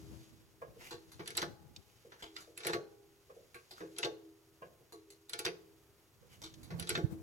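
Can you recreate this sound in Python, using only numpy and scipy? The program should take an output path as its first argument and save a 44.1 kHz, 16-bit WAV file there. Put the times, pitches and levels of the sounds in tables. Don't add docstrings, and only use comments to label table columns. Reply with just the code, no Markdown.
import sys
import numpy as np
from scipy import signal
from scipy.fft import rfft, irfft, next_fast_len
from scipy.io import wavfile
from scipy.ndimage import uniform_filter1d, map_coordinates

SR = 44100
rng = np.random.default_rng(int(sys.argv[2]) if len(sys.argv) > 2 else 0)


def master_out(mix):
    frames = np.transpose(np.atleast_2d(mix))
    ceiling = np.clip(frames, -1, 1)
    pcm = np.round(ceiling * 32767).astype(np.int16)
    wavfile.write(sys.argv[1], SR, pcm)


N = 318402
TIME = np.arange(N) / SR

# start_s (centre), level_db, half_length_s, left_minus_right_db
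GUSTS = [(0.003, -50.5, 0.25, 6.5), (0.776, -66, 1, 5), (1.5, -61, 0.29, 9.5), (6.912, -48, 0.42, -3)]
# start_s (centre), level_db, pitch_hz
EDDIES = [(6.749, -30, 119), (7.048, -17.5, 123)]
# start_s, lower_mode_db, upper_mode_db
SHAKES = [(0, -53.5, -65), (0.93, -62.5, -65), (1.43, -65, -66.5), (2.23, -56, -65), (2.74, -60, -55),
          (3.808, -50.5, -57), (4.05, -51.5, -57.5), (4.93, -59, -61), (5.46, -59, -59), (6.44, -55.5, -75),
          (6.97, -41.5, -66)]
# pitch_hz, t60_s, waver_db
ARM_MODES = [(322.8, 1.65, 3), (403, 1.74, 3.5)]
# start_s, level_db
BOOMS = [(3.809, -54.5), (5.457, -53.5), (6.712, -39), (6.969, -40.5)]
# start_s, level_db
SINGS = [(1.426, -71), (2.733, -69)]
# pitch_hz, level_db, t60_s
SINGING_MODES = [(810, 2, 1.2), (845, 2, 1.26), (1490, -4, 1.45), (2164, -6, 0.7)]
# start_s (fastest point), level_db
STROKES = [(0.22, -65.5), (1.33, -69), (2.46, -69.5), (3.95, -68.5), (6.86, -69)]
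# start_s (centre), level_db, half_length_s, pitch_hz
SQUEAKS = [(0.851, -64, 0.045, 2160), (0.875, -57.5, 0.061, 2800), (1.965, -77.5, 0.2, 3070),
           (2.208, -62, 0.017, 1625), (2.392, -58, 0.017, 1380), (3.788, -61.5, 0.018, 1360),
           (6.335, -63, 0.032, 3030)]
# start_s, level_db, upper_modes_db
KNOCKS = [(0.615, -41, -8), (0.761, -49.5, -28), (2.048, -47, -24), (2.475, -48.5, -44),
          (3.295, -47.5, -12.5), (3.365, -46, -39), (4.618, -43.5, -7.5), (4.799, -53.5, -35),
          (6.223, -56.5, -18)]
# pitch_hz, level_db, t60_s
LINKAGE_MODES = [(468.4, 0, 0.13), (513, 0, 0.14), (560, -3.5, 0.25), (656, 15, 0.045), (1059, 16, 0.078),
                 (1160, 24.5, 0.028), (1520, -1.5, 0.14), (1655, 3.5, 0.12), (2400, 3, 0.06)]
# start_s, clatter_db, thump_db
THUDS = [(0.8085, -44.5, -67), (0.9329, -65, -55.5), (1.193, -39.5, -46.5), (2.1187, -44.5, -64.5),
         (2.654, -34.5, -42.5), (3.805, -43, -45), (6.7035, -39.5, -50.5)]
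# start_s, scrape_db, thump_db, strongest_resonance_hz
SCRAPES = [(0.9078, -41, -51, 4080), (1.117, -52.5, -78, 6700), (2.2233, -41.5, -53.5, 3560),
           (2.404, -50, -78, 7300), (3.543, -47.5, -54, 2190), (3.709, -47, -61.5, 4440),
           (4.922, -50.5, -55, 7700), (5.1025, -54.5, -72, 6400), (6.4172, -48, -61, 5800),
           (6.4373, -42.5, -58, 4620), (6.6305, -54, -95, 6740)]
# start_s, clatter_db, tick_db, strongest_resonance_hz
CLICKS = [(1.2583, -40.5, -56, 3370), (1.2751, -30, -36.5, 3030), (1.304, -34.5, -45, 2200),
          (1.351, -37, -54, 3070), (1.3696, -35, -26.5, 4360), (1.3747, -18, -45, 3870),
          (2.364, -31.5, -54, 1930), (2.575, -35, -37.5, 2020), (2.604, -36.5, -62, 2290),
          (2.633, -34.5, -60, 2400), (2.6482, -30, -49, 1860), (2.6678, -23.5, -27.5, 2100),
          (3.963, -44, -75, 3400), (3.9841, -28, -31.5, 3670), (5.294, -37.5, -40, 4640),
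          (5.333, -27, -38, 3340), (5.39, -27, -32, 5900), (6.7966, -30.5, -33, 3010),
          (6.8239, -33, -49, 2500), (6.872, -33, -52, 3870), (6.8917, -24.5, -25, 3380),
          (6.902, -23.5, -53, 2030)]
# start_s, clatter_db, tick_db, thump_db, strongest_resonance_hz
LANDINGS = [(1.4168, -29.5, -40, -44.5, 5070), (1.4258, -25, -62, -38, 1454),
            (2.6825, -34, -60, -40.5, 1910), (2.696, -32.5, -68, -37.5, 1680),
            (2.732, -23.5, -44, -38.5, 2270), (2.742, -38, -62, -33, 1290), (4.03, -23.5, -50, -43.5, 2740),
            (4.046, -28, -55, -32, 4700), (5.45, -27, -35, -41, 4960), (5.4618, -22.5, -49, -36.5, 2180),
            (6.9516, -25, -62, -41.5, 2600), (6.974, -33.5, -69, -33, 1510)]
# start_s, level_db
SNAPS = [(1.7613, -46), (6.5384, -53.5)]

# pitch_hz, level_db, t60_s
FRAME_MODES = [(341, 7, 0.12), (367.8, 3, 0.17), (436.2, 0.5, 0.23), (475, 4.5, 0.16), (691.6, 2, 0.14),
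               (846, -2.5, 0.15), (1124, -2.5, 0.16), (1448, 11, 0.05), (1583, -5, 0.16)]
# pitch_hz, width_hz, level_db
HANDLE_PEAKS = [(2080, 21, 10), (3650, 20, 23), (4150, 165, 19), (4700, 200, 14), (5920, 110, 15),
                (6990, 64, 17.5), (7640, 166, 23), (10490, 130, 17.5), (10800, 86, 8.5)]

# pitch_hz, level_db (per Hz)
WIND_COLOUR = [(20, -42), (55, 0), (120, 1.5), (260, -9.5), (400, -14.5), (900, -26), (3000, -41.5)]
AIR_COLOUR = [(20, -15), (60, 0), (120, 5), (220, -11), (380, -0.5), (600, -10.5), (1300, -12.5),
              (6000, -28), (8600, -24), (12500, -20.5), (16000, -22)]
RUB_COLOUR = [(600, 6), (1500, 6), (4000, 8), (7000, 7), (9000, -6), (11500, 4.5), (16000, -35)]
SEAL_COLOUR = [(1200, -13.5), (2200, -13), (3300, -24), (5000, -22.5)]
THUD_COLOUR = [(500, 1), (900, 14.5), (2200, 8), (4500, -14), (12000, -75)]
THUMP_COLOUR = [(40, -27), (150, 3.5), (240, -12.5), (340, 6.5), (490, 8.5), (650, -4), (1400, -32.5)]
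TICK_COLOUR = [(5000, -8), (7800, -2.5), (10500, 12.5), (16000, -3)]
SCRAPE_COLOUR = [(500, 9), (900, 17.5), (1700, 11), (4200, 3.5), (7000, 2.5), (12000, -32)]
CLICK_COLOUR = [(500, -35), (1000, 6.5), (1600, 4.5), (3500, 7), (5500, 6.5), (7500, -0.5), (12000, -38)]
CLUNK_COLOUR = [(500, -4.5), (950, 6), (1600, 5), (2600, 0), (4200, -3.5), (6500, -6.5), (12000, -60)]
SNAP_COLOUR = [(1500, -16), (3300, 1), (7500, -7), (10000, -24)]

# pitch_hz, likeness (0-1)
LIKENESS = [(100, .7), (400, .85), (1500, .55), (5000, .55), (8000, .8)]
# pitch_hz, t60_s
UNDERSIDE_DECAY = [(150, 0.67), (500, 0.75), (2000, 0.37), (6000, 0.41), (14000, 0.2)]

CALM_DB = -97
BOOM_HZ, BOOM_T60_S = 169.1, 0.52
PUSH_DB_PER_S, EASE_DB_PER_S, REST_RUB_DB = 7.5, 36, -75
SQUEAK_WIDTH_HZ, SQUEAK_PEAK_DB = 220, 19
BREAKAWAY_DB = -5.5
REBOUND_S, REBOUND_DB, REBOUND_BRIGHT_DB = 0.04, -21, -4
THUD_TICK_DB, THUD_HZ = -44, 1950
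SCRAPE_WIDTH_HZ, SCRAPE_PEAK_DB = 760, 17
SCRAPE_HISS_DB = -66.5
LEAD_IN_S, LEAD_IN_DB = 0.013, -24.5
FIRM_DB, HEAVIEST_DB, SLACK_DB_PER_S = -10.5, -36, 61
PING_DB, PING_T60_S = -16, 0.07
PLATE_SCATTER_DB = 3.5
CHATTER_DB, CHATTER_PER_S = 3, 600
TOP_HZ = 16100


def amp(db):
    return 10 ** (np.asarray(db) / 20)


def unit(x):
    return x / np.sqrt(np.mean(x ** 2) + 1e-20)


def along(points, hz):
    f, value = np.transpose(points)
    return np.interp(np.log(hz + 1), np.log(f + 1), value)


def wobble(rate):
    knots = rng.standard_normal(int(N * rate / SR) + 4)
    return map_coordinates(knots, [TIME * rate])


def swell(s, half):
    return np.exp(-((TIME - s) / half) ** 2)


def filtered(x, response):
    n = x.shape[-1]
    m = next_fast_len(n + 8192)
    return irfft(rfft(x, m) * response(np.fft.rfftfreq(m, 1 / SR)), m)[..., :n]


def add(track, s, sound):
    part = track[:, max(round(s * SR), 0):][:, :sound.shape[-1]]
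    part += sound[..., :part.shape[-1]]


def noise(colour, size, peaks=()):
    def response(hz):
        resonances = sum(amp(db) ** 2 / (1 + (2 * (hz - f) / w) ** 2) for f, w, db in peaks)
        gain = amp(along(colour, hz)) * np.sqrt(1 + resonances)
        turn = np.arccos(np.clip(along(LIKENESS, hz), -1, 1)) / 2
        return gain * np.array([np.cos(turn), np.sin(turn)])
    mid, side = filtered(rng.standard_normal((2, size)), response)
    return unit(np.array([mid + side, mid - side]))


def burst(colour, rise, t60, peaks=(), crack=0, patchy_db=5):
    t = np.arange(SR // 3) / SR
    decay = amp(-60 * t / t60) + crack * amp(-60 * t / 0.024)
    shape = (1 - np.exp(-(t / rise) ** 2)) * decay
    shape /= shape.max()
    knots = np.arange(0, SR / 2, 230)
    favour = patchy_db * np.clip(rng.standard_normal(len(knots)), -2, 1.5)
    modes = filtered(noise(colour, len(t), peaks), lambda hz: amp(np.interp(hz, knots, favour)))
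    top = filtered(modes, lambda hz: 1 - 1 / (1 + (hz / 6500) ** 6))
    damped = modes - top * (1 - amp(-60 * t / 0.17))
    return unit(damped * shape) * np.sqrt(np.mean(shape ** 2))


def ring(modes, rise, scatter_db):
    t = np.arange(SR * 3 // 2) / SR
    out = np.zeros((2, len(t)))
    for hz, db, t60 in modes:
        u = t[:int(t60 * SR)]
        spread = rng.standard_normal((2, 1)) * min(hz / 1500, 1)
        phase = rng.uniform(0, 2 * np.pi) + spread
        level = amp(db + scatter_db * rng.standard_normal() - 60 * u / t60)
        out[:, :len(u)] += level * np.sin(2 * np.pi * hz * u + phase)
    return out * (1 - np.exp(-(t / rise) ** 2))


def chatter(x):
    knots = np.arange(x.shape[-1]) * CHATTER_PER_S / SR
    count = int(knots[-1]) + 2
    touches = rng.exponential(size=count).clip(0, np.pi)
    gain = amp(CHATTER_DB * np.interp(knots, np.arange(count), touches))
    return x * unit(gain)


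def blows(rows, plates, colour, rise, t60, tick_t60, crack, clatter_db, plates_db, tick_db,
          thump_db, frame_db, favour_db, reach=10, tick_peaks=()):
    out = np.zeros((2, N))
    for s, clatter, tick, thump, hz in rows:
        favoured = (hz, 0.52 * hz, favour_db)
        clash = chatter(burst(colour, rise, t60, [*HANDLE_PEAKS, favoured], crack))
        clash = filtered(clash, lambda f: 1 / np.sqrt(1 + (f / (reach * hz)) ** 4))
        ping = ring([(hz, 0, PING_T60_S)], rise=0.00054, scatter_db=2)
        plate_ring = ring(plates, rise=0.0026, scatter_db=PLATE_SCATTER_DB)
        high_tick = burst(TICK_COLOUR, rise, tick_t60, tick_peaks, crack)
        low_thump = burst(THUMP_COLOUR, rise=0.0022, t60=0.28)
        frame_ring = ring(FRAME_MODES, rise=0.013, scatter_db=2)
        add(out, s, amp(clatter + clatter_db) * clash)
        add(out, s, amp(clatter + PING_DB) * ping)
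        add(out, s, amp(clatter + plates_db) * plate_ring)
        add(out, s, amp(tick + tick_db) * high_tick)
        add(out, s, amp(thump + thump_db) * low_thump)
        add(out, s, amp(thump + frame_db) * frame_ring)
    return out


def side_plates(count):
    hz = np.linspace(1300, 6300, count) + rng.uniform(-62.5, 38.0, count)
    level_db = -4 * np.log2(hz / hz[0])
    return np.column_stack([hz, level_db, rng.uniform(.06, .19, count)])


def outdoor_air():
    return amp(-70.0 + wobble(2.76)) * noise(AIR_COLOUR, size=N)


def wind():
    lumps = amp(5 * np.array([wobble(24), wobble(24)]))
    buffets = lumps * rng.standard_normal((2, N))
    low_cut = lambda hz: 1 / (1 + (42 / (hz + 1)) ** 4)
    rumble = unit(filtered(buffets, lambda hz: amp(along(WIND_COLOUR, hz)) * low_cut(hz)))
    gusts = sum(amp([[db + pan / 2], [db - pan / 2]]) * swell(s, half) for s, db, half, pan in GUSTS)
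    out = rumble * (amp(CALM_DB) + gusts)
    for s, db, hz in EDDIES:
        cycles = (TIME - s) * hz
        out[1] += amp(db) * np.sin(2 * np.pi * cycles) * np.exp(-(cycles / .8) ** 2)
    return out


def arm():
    starts, *levels = np.transpose(SHAKES)
    last = np.maximum(np.searchsorted(starts, TIME) - 1, 0)
    since = TIME - starts[last]
    out = np.zeros((2, N))
    for (hz, t60, waver_db), db in zip(ARM_MODES, levels):
        level = amp(db[last] - 60 * since / t60 + waver_db * wobble(20))
        smooth_level = uniform_filter1d(level, size=SR // 50)
        out += smooth_level * np.sin(2 * np.pi * hz * TIME + 0.53 * wobble(8.2))
    for s, db in BOOMS:
        add(out, s, amp(db) * ring([(BOOM_HZ, 0, BOOM_T60_S)], rise=0.01, scatter_db=1))
    for s, db in SINGS:
        add(out, s, amp(db) * ring(SINGING_MODES, rise=0.0089, scatter_db=6))
    return out


def piston():
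    slips = amp(1.1 * wobble(63) + wobble(570))
    pushes = [amp(db - np.maximum(PUSH_DB_PER_S * (s - TIME), EASE_DB_PER_S * (TIME - s)))
              for s, db in STROKES]
    rub = np.maximum(np.max(pushes, axis=0), amp(REST_RUB_DB))
    squeak = np.zeros((2, N))
    for s, db, half, hz in SQUEAKS:
        level = amp(db) * swell(s, half)
        rub += amp(BREAKAWAY_DB) * level
        grit = np.zeros((2, N))
        add(grit, s - .5, noise(SEAL_COLOUR, size=SR, peaks=[(hz, SQUEAK_WIDTH_HZ, SQUEAK_PEAK_DB)]))
        squeak += level * grit
    return slips * (rub * noise(RUB_COLOUR, size=N) + slips * squeak)


def linkage():
    out = np.zeros((2, N))
    rebounds = [(s + REBOUND_S, db + REBOUND_DB, bright_db + REBOUND_BRIGHT_DB)
                for s, db, bright_db in KNOCKS]
    lowest_hz = LINKAGE_MODES[0][0]
    for s, db, bright_db in KNOCKS + rebounds:
        modes = [(hz, level + bright_db * min(np.log2(hz / lowest_hz) * 2, 1.4), t60)
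                 for hz, level, t60 in LINKAGE_MODES]
        add(out, s, amp(db) * ring(modes, rise=0.009, scatter_db=1.0))
        add(out, s, amp(db + bright_db - 5) * burst(THUD_COLOUR, rise=0.0042, t60=0.17))
        add(out, s, amp(db - 13) * burst(THUMP_COLOUR, rise=0.00045, t60=0.53))
    return out


def load_thuds(plates):
    rows = [(s, db, db + THUD_TICK_DB, thump, THUD_HZ) for s, db, thump in THUDS]
    return blows(rows, plates, THUD_COLOUR, rise=0.001, t60=0.25, tick_t60=0.15, crack=0.14,
                 clatter_db=-11.0, plates_db=-22.0, tick_db=-12, thump_db=0.5, frame_db=-2, favour_db=4)


def pivots():
    out = np.zeros((2, N))
    for s, scrape_db, thump_db, hz in SCRAPES:
        peaks = [*HANDLE_PEAKS, (hz, SCRAPE_WIDTH_HZ, SCRAPE_PEAK_DB)]
        scrape = chatter(burst(SCRAPE_COLOUR, rise=0.00064, t60=0.2, peaks=peaks))
        add(out, s, amp(scrape_db - 2.5) * scrape)
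        add(out, s, amp(SCRAPE_HISS_DB) * burst(TICK_COLOUR, rise=0.0014, t60=0.59))
        add(out, s, amp(thump_db) * ring(FRAME_MODES, rise=0.017, scatter_db=6))
    return out


def lead_ins():
    out = np.zeros((2, N))
    for s, db, *_ in [*CLICKS, *LANDINGS]:
        soft_noise = burst(SCRAPE_COLOUR, rise=0.015, t60=0.1, peaks=HANDLE_PEAKS)
        add(out, s - LEAD_IN_S, amp(db + LEAD_IN_DB) * soft_noise)
    return out


def handle_clicks(plates):
    rows = []
    for s, db, tick, hz in CLICKS:
        to_stop = min(stop - s for stop, *_ in LANDINGS if stop > s)
        thump = min(db + FIRM_DB, HEAVIEST_DB) - SLACK_DB_PER_S * to_stop
        rows.append((s, db, tick, thump, hz))
    return blows(rows, plates, CLICK_COLOUR, rise=0.00088, t60=0.12, tick_t60=0.21, crack=5.7,
                 clatter_db=-9, plates_db=-24.0, tick_db=-5.0, thump_db=-15.0, frame_db=-6.5,
                 favour_db=13, reach=2.7, tick_peaks=HANDLE_PEAKS)


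def handle_landings(plates):
    return blows(LANDINGS, plates, CLUNK_COLOUR, rise=0.00079, t60=0.098, tick_t60=0.28, crack=0.78,
                 clatter_db=-5.5, plates_db=-27.5, tick_db=-13, thump_db=-6.0, frame_db=-6.5,
                 favour_db=12.5, reach=2.56)


def saddle():
    out = np.zeros((2, N))
    for s, db in SNAPS:
        add(out, s, amp(db) * burst(SNAP_COLOUR, rise=0.0016, t60=0.038))
    return out


def from_right(x):
    turns = lambda hz: np.interp(hz, [500, 900, 5500], [0, .33, 2])
    return filtered(x, lambda hz: np.exp(1j * np.pi * turns(hz) * np.array([[-1], [1]])))


def underside(x):
    hz, t, z = signal.stft(rng.standard_normal((2, SR // 2)), SR, nperseg=256)
    decay = amp(-60 * t / along(UNDERSIDE_DECAY, hz)[:, None])
    tail = signal.istft(z * decay, SR, nperseg=256)[1]
    return signal.fftconvolve(x, tail / np.linalg.norm(tail[0]), axes=1)[:, :N]


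def scene():
    plates = side_plates(count=48)
    handle = lead_ins() + handle_clicks(plates) + handle_landings(plates)
    jack = from_right(piston() + linkage() + load_thuds(plates) + pivots() + handle + saddle())
    echo = amp(-16.5) * underside(jack)
    return outdoor_air() + wind() + arm() + jack + echo


def record(dry):
    return filtered(dry, lambda hz: hz < TOP_HZ)


dry = scene()
out = record(dry)
master_out(out)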